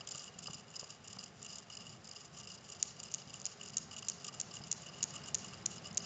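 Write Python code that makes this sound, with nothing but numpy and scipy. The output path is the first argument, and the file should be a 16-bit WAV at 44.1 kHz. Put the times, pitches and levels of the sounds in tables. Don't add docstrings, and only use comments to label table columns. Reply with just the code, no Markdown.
import sys
import numpy as np
from scipy import signal
from scipy.fft import rfft, irfft, next_fast_len
from scipy.io import wavfile
from scipy.ndimage import map_coordinates

SR = 44100
rng = np.random.default_rng(int(sys.argv[2]) if len(sys.argv) > 2 else 0)


def rack_gain(trim_db):
    fader = np.asarray(trim_db, float)
    return 10 ** (fader / 20)


def to_wav(sig):
    pcm = np.clip(np.atleast_2d(sig), -1, 1) * 32767
    pcm = np.round(pcm).astype(np.int16)
    wavfile.write(sys.argv[1], SR, pcm.T)


N = 266805
T = np.arange(N) / SR


def unit(x):
    return x / np.sqrt(np.mean(x ** 2) + 1e-20)


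def along(points, hz):
    f, v = np.transpose(points)
    return np.interp(np.log(hz + 1), np.log(f + 1), v)


def curves(rows):
    s, *cols = np.transpose(rows)
    return [np.interp(T, s, c) for c in cols]


def wobble(rate_hz):
    return map_coordinates(rng.standard_normal(int(N * rate_hz / SR) + 4), [T * rate_hz])


def filtered(x, response):
    m = next_fast_len(N + SR // 2)
    return irfft(rfft(x, m) * response(np.fft.rfftfreq(m, 1 / SR)), m)[..., :N]


def mode(centre_hz, width_hz):
    return lambda f: 1j * f * width_hz / (centre_hz ** 2 - f * f + 1j * f * width_hz)


def noise(spectrum):
    return unit(filtered(rng.standard_normal(N), lambda hz: rack_gain(along(spectrum, hz))))


# time_s, hum_db, hiss_db
BACKGROUND_LEVELS = [(0.0, -63.5, -58), (0.55, -63.5, -61), (2.56, -64, -61), (4.68, -62.5, -58.5),
                     (5.21, -58.5, -56), (5.75, -60.5, -56.5), (6.05, -56.5, -56)]
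# freq_hz, density_db_per_hz
HUM_SPECTRUM = [(12, -59), (20, -41), (97, -2.5), (145, 1), (214, -1.5), (297, -12.5), (330, -7),
                (430, -41.5), (730, -120)]
# freq_hz, density_db_per_hz
HISS_SPECTRUM = [(150, -24), (250, -8.5), (458, -9), (513, -7), (1250, -9.5), (1310, -10), (2730, -16),
                 (7800, -24), (10100, -58.5), (17200, -120)]
# freq_hz, width_hz, over_hiss_db
DRONES = [(407, 15, 9), (694, 23, 4.5)]


def background():
    hum_db, hiss_db = curves(BACKGROUND_LEVELS)
    hum = rack_gain(hum_db + 3.0 + 2.0 * wobble(6)) * noise(HUM_SPECTRUM)
    drones = lambda f: 1 + sum((rack_gain(db) - 1) * abs(mode(hz, width)(f)) for hz, width, db in DRONES)
    hiss = filtered(noise(HISS_SPECTRUM), drones)
    return hum + rack_gain(hiss_db - 1.5 + 0.17 * wobble(21)) * hiss


# freq_hz, t60_s
ROOM_DECAY = [(2000, 0.65), (8000, 0.21)]
# freq_hz, level_db
ROOM_COLOUR = [(2000, -3), (5000, 4.5), (6650, -1), (7500, 1.5)]


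def room(x):
    wet = np.zeros(N + SR)
    edges = [round((s - .1) * SR) for s, *_ in SWINGS] + [N]
    for start, stop in zip(edges, edges[1:]):
        hz, t, z = signal.stft(rng.standard_normal(SR // 3), SR, nperseg=256)
        build = .4 + 1 / (1 + np.exp((.044 - t) / .002))
        fade_db = along(ROOM_COLOUR, hz)[:, None] - 60 * t / along(ROOM_DECAY, hz)[:, None]
        tail = signal.istft(z * rack_gain(fade_db) * build, SR, nperseg=256)[1]
        answer = signal.fftconvolve(x[start:stop], tail / np.linalg.norm(tail))
        wet[start:][:len(answer)] += answer
    return wet[:N]


# start_s, knock_peak_db, thud_db
KNOCKS = [(0.149, -45, -50), (0.479, -39.5, -50), (0.498, -50, -44.5), (0.551, -63, -49.5),
          (0.826, -43, -51), (1.166, -45.5, -49), (4.605, -47, -46)]
# freq_hz, width_hz, level_db
BOARD_MODES = [(150, 50, 0), (420, 300, 0), (780, 350, -1), (1250, 450, 0)]


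def board():
    taps, thuds = np.zeros(N), np.zeros(N)
    contact = np.hanning(round(0.0083 * SR))
    for s, db, thud_db in KNOCKS:
        rough = contact * rng.standard_normal(len(contact))
        taps[round(s * SR):][:len(contact)] = rack_gain(db + 8.0) * rough
        thuds[round(s * SR)] = rack_gain(thud_db + 50)
    thud_mode, *wood_modes = BOARD_MODES
    wood = lambda f: sum((-1) ** k * rack_gain(db) * mode(hz, width)(f) ** 2
                         for k, (hz, width, db) in enumerate(wood_modes))
    soft = lambda f: 1 / (1 + 1j * f / 360) ** 2
    return filtered(taps, wood) + filtered(thuds, lambda f: mode(*thud_mode[:2])(f) * soft(f))


# turn_s, scrape_db, low_mode_re_scrape_db, late_over_early_half_db, mid_lull_db
STROKES = [(0.029, -55.5, -8.5, 0, -4), (0.328, -63, -4.5, -0.5, 5), (.67, -60.5, -3.5, 0.5, -1),
           (1.0, -63, -6, 1.5, 6), (1.33, -57.5, -8.5, -0.5, 0.5), (1.66, -58.5, -3, 0, -1.5),
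           (1.99, -63.5, -9.5, 3, 4), (2.308, -58, -6, -2, -2), (2.621, -57.5, -8, -3, 2),
           (2.938, -60.5, -6, -0.5, 0.5), (3.251, -57, -7.5, -1, -6), (3.568, -57, -8, 0, -8),
           (3.869, -59.5, -7.5, 2, -4.5), (4.168, -61, -6, -3, -10), (4.46, -59, -4.5, -1, -8),
           (4.768, -60.5, -1.5, -1.5, -8), (5.07, -59.5, -1.5, 0.5, -11), (5.36, -62, -4, 0, -6),
           (5.65, -60, -3, -0.5, -12.5), (5.951, -58, -1, 3, -1)]


def sliding_levels():
    end_stroke_s = .31
    rest_db, rest_width, lull_width = -12, 0.15, 0.059
    turns, level_db, low_db, lean_db, lull_db = np.transpose(STROKES)
    turn_times = [turns[0] - end_stroke_s, *turns, turns[-1] + end_stroke_s]
    place = np.interp(T, turn_times, np.arange(-1, len(turns) + 1))
    along_stroke = place % 1
    middles = np.arange(len(turns)) + .5
    rest = np.exp(-(np.minimum(along_stroke, 1 - along_stroke) / rest_width) ** 2)
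    stroke = np.clip(place, 0, len(turns) - 1).astype(int)
    lull = lull_db[stroke] * np.exp(-((along_stroke - .5) / lull_width) ** 2)
    lean = lull - lean_db[stroke] * np.sin(2 * np.pi * along_stroke)
    scrape_db = np.interp(place, middles, level_db) + lean + rest_db * rest
    return scrape_db, np.interp(place, middles, low_db)


# start_s, top_mode_db, low_mode_re_top_db, middle_mode_re_top_db
TICKS = [(0.0094, -50, 11, 6.5), (0.0744, -36.5, -23, -6), (0.0902, -37, -21, -7), (0.1479, -42, 2.5, -1),
         (0.158, -39.5, -23, -5), (0.18, -37, -30, -19), (0.1955, -44, -25, 3), (0.459, -45.5, 1, 3),
         (0.4719, -38.5, -3, 6.5), (0.5067, -43.5, -1, -2), (0.5332, -36, -1.5, -14),
         (0.7648, -40.5, -9, -2), (0.7946, -43, -11, 5), (1.0783, -38, -27, -9), (1.131, -39, -8.5, -3),
         (1.189, -45.5, -3, 8.5), (1.2394, -38, -23, -4.5), (1.427, -41, -23, -14), (1.5308, -41.5, -10, 0),
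         (1.7, -47.5, 4.5, -13), (1.7366, -49, -3, 3.5), (1.752, -43, -12, -2), (1.7706, -41.5, -4, 0),
         (2.073, -48, -22, 7), (2.1127, -43, -6, 3.5), (3.6117, -45.5, 2.5, -12), (3.913, -45, 4, 1),
         (4.0257, -43.5, 4.5, 0), (4.266, -42, -21, -16), (4.9848, -47, 4.5, -14)]
# start_s, top_mode_db, low_mode_re_top_db, middle_mode_re_top_db
DRAGS = [(0.2384, -46, -10, -14), (0.387, -41, -11, -17), (0.4375, -40, -17, -12), (0.5446, -40, -28, 3),
         (0.8414, -48, -7, 5), (0.9038, -42, -7, -6), (1.448, -43, -8, -17), (1.46, -45, -2, -4),
         (1.556, -42, -15, 1.5), (1.5843, -42, -18, -12), (1.7984, -52, 1, 6), (2.089, -45.5, -12, -4),
         (2.161, -54, 4, 10.5), (3.033, -40, -14, -17), (3.34, -43.5, -4, -21), (3.6318, -40.5, -5, -17),
         (3.6582, -46, -6, -13), (3.9659, -40.5, -3.5, -14), (3.9814, -37.5, -13, -7),
         (3.988, -40.5, -15, -14), (4.2467, -38, -5, -16), (4.342, -41, -6, -6), (4.5398, -42, -3, -22),
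         (4.6724, -43.5, -14, -13), (4.82, -44, -8, -16), (5.157, -40.5, -2, -11), (5.4459, -46, 3, -20),
         (5.4645, -45, -12, -12), (5.4804, -46.5, -1, -1.5), (5.8701, -46, -7, -8)]
# start_s, top_mode_db, low_mode_re_top_db, middle_mode_re_top_db
BRUSHES = [(0.1107, -37.5, -14, 0), (0.222, -40, -11, -9), (0.2544, -46.5, -1, -7), (0.704, -49.5, -6, -8),
           (0.755, -45, -10, 2), (0.8016, -37.5, -15, -7), (1.0444, -46, -2, -8), (1.1039, -49, -5, -2),
           (1.482, -52, -8, 3), (1.8933, -48.5, -12, 1), (2.045, -48.5, -22, 2), (2.2488, -45.5, -14, -10),
           (2.3855, -43, -12, -22), (2.4324, -53.5, 2, 4), (2.5014, -51, 0.5, 2), (2.5404, -43.5, -15, -3),
           (2.692, -43.5, -10, -15), (2.723, -44.5, -7, -16), (2.9961, -47, -10, -3),
           (3.3564, -45, -7, -15), (3.9305, -44.5, 0, -3), (4.279, -39, -2, -3), (4.5545, -37.5, -7, -16),
           (4.8614, -45, 2, -10), (5.1392, -40, -3, -15), (5.2794, -39.5, -8, -11), (5.526, -51, 6.5, -6),
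           (5.7034, -45, -15, -13), (5.7324, -46, -6, -10), (5.758, -43, -15, -9)]


def grips(scrape_db, low_db, count):
    kinds = (TICKS, 4.5, -3.5), (DRAGS, 7.9, -4.5), (BRUSHES, 15, -8)  # hold_ms, drive_db
    firm = [(s, hold_ms, db + drive_db, low, middle)
            for table, hold_ms, drive_db in kinds
            for s, db, low, middle in table]
    slip_db, spread_db, slip_ms, tone_db = 2, 5, 7.5, 1
    middle_rise_db_per_s = 2
    a, b, c, d, e = rng.uniform(-1, 1, (count, 5)).T
    s = np.clip((np.arange(count) + .5 + 0.44 * a) / count * T[-1], 0, T[-1])
    busy = abs(s[:, None] - np.transpose(firm)[0] - .003).min(axis=1) < .012
    at = (s * SR).astype(int)
    slips = [s,
             slip_ms * np.exp(0.56 * b),
             scrape_db[at] + slip_db + spread_db * c - 30 * busy,
             low_db[at] + 7 + tone_db * d,
             -1.5 + middle_rise_db_per_s * s + tone_db * e]
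    return np.concatenate([np.transpose(firm), slips], axis=1)


def catches(times, holds_ms, column_db):
    grip = np.zeros(N + SR)
    for s, length_ms, db in zip(times, holds_ms, column_db):
        t = np.arange(round((length_ms / 1000 + .012) * SR)) / SR
        bite = 1 - np.exp(-(t / 0.00032) ** 2)
        release = 1 / (1 + np.exp((t - length_ms / 1000) / 0.00096))
        grip[max(round((s - .002) * SR), 0):][:len(t)] += rack_gain(2 * db) * bite * release
    return grip[:N]


# freq_hz, width_hz, sliding_db
RING_MODES = [(1188, 99, -2), (2866, 173, 4), (4934, 470, 0), (5036, 120, -11), (7050, 510, 0.5)]
# freq_hz, density_db_per_hz
GRIT_SPECTRUM = [(1500, -32), (3000, -1.5), (4500, -10), (6000, 2.5), (7500, -6.5)]
LIFTS = [.062, .098, .375, .414, .742, .782, .885, 1.066, 1.176, 1.41, 1.455, 1.472, 1.499, 1.763, 1.781,
         2.083, 2.103, 2.144, 2.421, 2.464, 2.567, 2.71, 2.742, 2.78, 3.091, 3.407, 3.437, 3.711]


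def ring_magnet():
    scrape_db, low_db = sliding_levels()
    times, holds, top, low, middle = grips(scrape_db, low_db, count=140)
    lifts = sum(np.exp(-((T - s) / .0055) ** 4) for s in LIFTS)
    chatter_db = 2.8 * wobble(90) - 16 * lifts
    grain = unit(rack_gain(3.2 * wobble(450)))
    sliding = [scrape_db + low_db, scrape_db + low_db, scrape_db, scrape_db, scrape_db]
    tilt = 2.5 * rng.standard_normal(len(top))
    caught = [top + low - 9,
              top + low - .6,
              top + middle - 3.5 + tilt,
              top + middle - 3.6 - tilt,
              top - 1.4]
    sound = np.zeros(N)
    for (hz, width, db), slide_db, catch_db in zip(RING_MODES, sliding, caught):
        slide_power = rack_gain(2 * (slide_db + db + chatter_db - 2.5))
        drive = np.sqrt(slide_power + catches(times, holds, catch_db))
        friction = drive * grain * np.sign(rng.standard_normal(N))
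        gain = np.sqrt(SR / (np.pi * width))
        sound += gain * filtered(friction, lambda f: mode(hz, 1.5 * width)(f) ** 2)
    grit = np.sqrt(rack_gain(2 * (scrape_db + chatter_db + 0.5)) + catches(times, holds, top - 4))
    return sound + grit * grain * noise(GRIT_SPECTRUM)


# start_s, peak_db, then any later equal blows as after_ms
SWINGS = [(2.828, -12.7), (3.1405, -21.8, 5.8), (3.4551, -21.1), (3.76973, -21.8, 1.09, 2.11, 12.61),
          (4.08528, -21, 2.52, 13.72), (4.40177, -21.3, 11.79), (4.7146, -21, 1.45, 2.93, 12.93),
          (5.02841, -19.8, 1.5, 3.86, 11.64), (5.34571, -18.3, 1.02, 5.72), (5.66247, -16.8),
          (5.97333, -17.2, 3.72)]
# start_s, peak_db
MORE_CONTACTS = [(3.11651, -35.7), (3.12222, -38.3), (3.14261, -26.8), (3.14347, -34.7), (3.40068, -37),
                 (3.41673, -33.4), (3.45805, -29), (3.45893, -36.9), (3.46526, -24.3), (3.6866, -36),
                 (3.70392, -39.8), (4.39948, -28.9), (4.40032, -37), (5.10712, -35.4), (5.34787, -21.4),
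                 (5.37578, -38.5), (5.38497, -34.2), (5.39145, -37.1), (5.65955, -20.9), (5.66125, -22.8),
                 (5.92955, -40.3), (5.94719, -35.6), (5.97887, -20.8), (5.99576, -42.2)]


def contacts():
    volleys = [(s + ms / 1000, db) for s, db, *later in SWINGS for ms in [0, *later]]
    return sorted(volleys + MORE_CONTACTS)


# freq_hz, density_db_per_hz
CLICK_SPECTRUM = [(530, -85), (900, -42), (2420, -17), (3450, -17), (5010, -9), (6290, -1.5), (6650, 6),
                  (7280, -0.5), (7620, -8), (7900, -16.5), (10300, -25), (17400, -120)]


def click_shape(causal):
    size = 1024
    log_gain = np.log(rack_gain(np.maximum(along(CLICK_SPECTRUM, np.fft.rfftfreq(size, 1 / SR)), -70)))
    cepstrum = irfft(log_gain)
    cepstrum[1:size // 2] *= 2
    cepstrum[size // 2 + 1:] = 0
    shape = irfft(np.exp(log_gain + 1j * causal * rfft(cepstrum).imag))
    peak = np.argmax(abs(shape))
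    return -np.roll(shape, size // 2 - peak) / shape[peak]


# delay_s, level_db
ECHOES = [(.0007, -15), (.0011, -19), (.00175, -17), (.0026, -23), (.0045, -29), (.0125, -31)]


def balls():
    blows, bodies = np.zeros(N + SR), np.zeros(N + SR)
    for s, db in contacts():
        blows[round(s * SR)] += rack_gain(db)
        bodies[round(s * SR)] += rack_gain(db) * (rack_gain(rng.normal(-0.87, 0.83)) - 1)
        for delay_s, echo_db in ECHOES:
            a, b = rng.standard_normal(2)
            echo_s = s + delay_s * (1 + .04 * a)
            blows[round(echo_s * SR)] += rack_gain(db + echo_db + 1.8 * b)
    struck = blows[:N] + filtered(bodies[:N], lambda f: 1 / (1 + (f / 5200) ** 8))
    return rack_gain(2.1) * signal.fftconvolve(struck, click_shape(causal=0.32), mode="same")


def scene():
    clacks, ring = balls(), ring_magnet()
    return (background() + rack_gain(-14.5) * room(clacks) + board() + ring + clacks)[None]


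def low_pass(x):
    return signal.sosfilt(signal.butter(12, 9620, fs=SR, output="sos"), x)


# freq_hz, width_hz
NOTCHES = [(299, 45), (969, 40)]
# freq_hz, level_db
MIRROR_SPECTRUM = [(7950, -45), (8150, 2.5), (8600, -4), (9000, -25.5), (9500, -53.5), (9700, -100)]


def record(dry):
    rate_hz = 16000
    notched = lambda f: np.prod([1 - mode(hz, width)(f) for hz, width in NOTCHES], axis=0)
    kept = filtered(dry, lambda f: notched(f) / np.sqrt(1 + (f / 7550) ** 70))
    folded = 2 * kept * np.cos(2 * np.pi * rate_hz * T)
    mirror = filtered(folded, lambda f: (f > rate_hz / 2) * rack_gain(along(MIRROR_SPECTRUM, f) - 12.5))
    return low_pass(kept + mirror)


dry = scene()
out = record(dry)
to_wav(out)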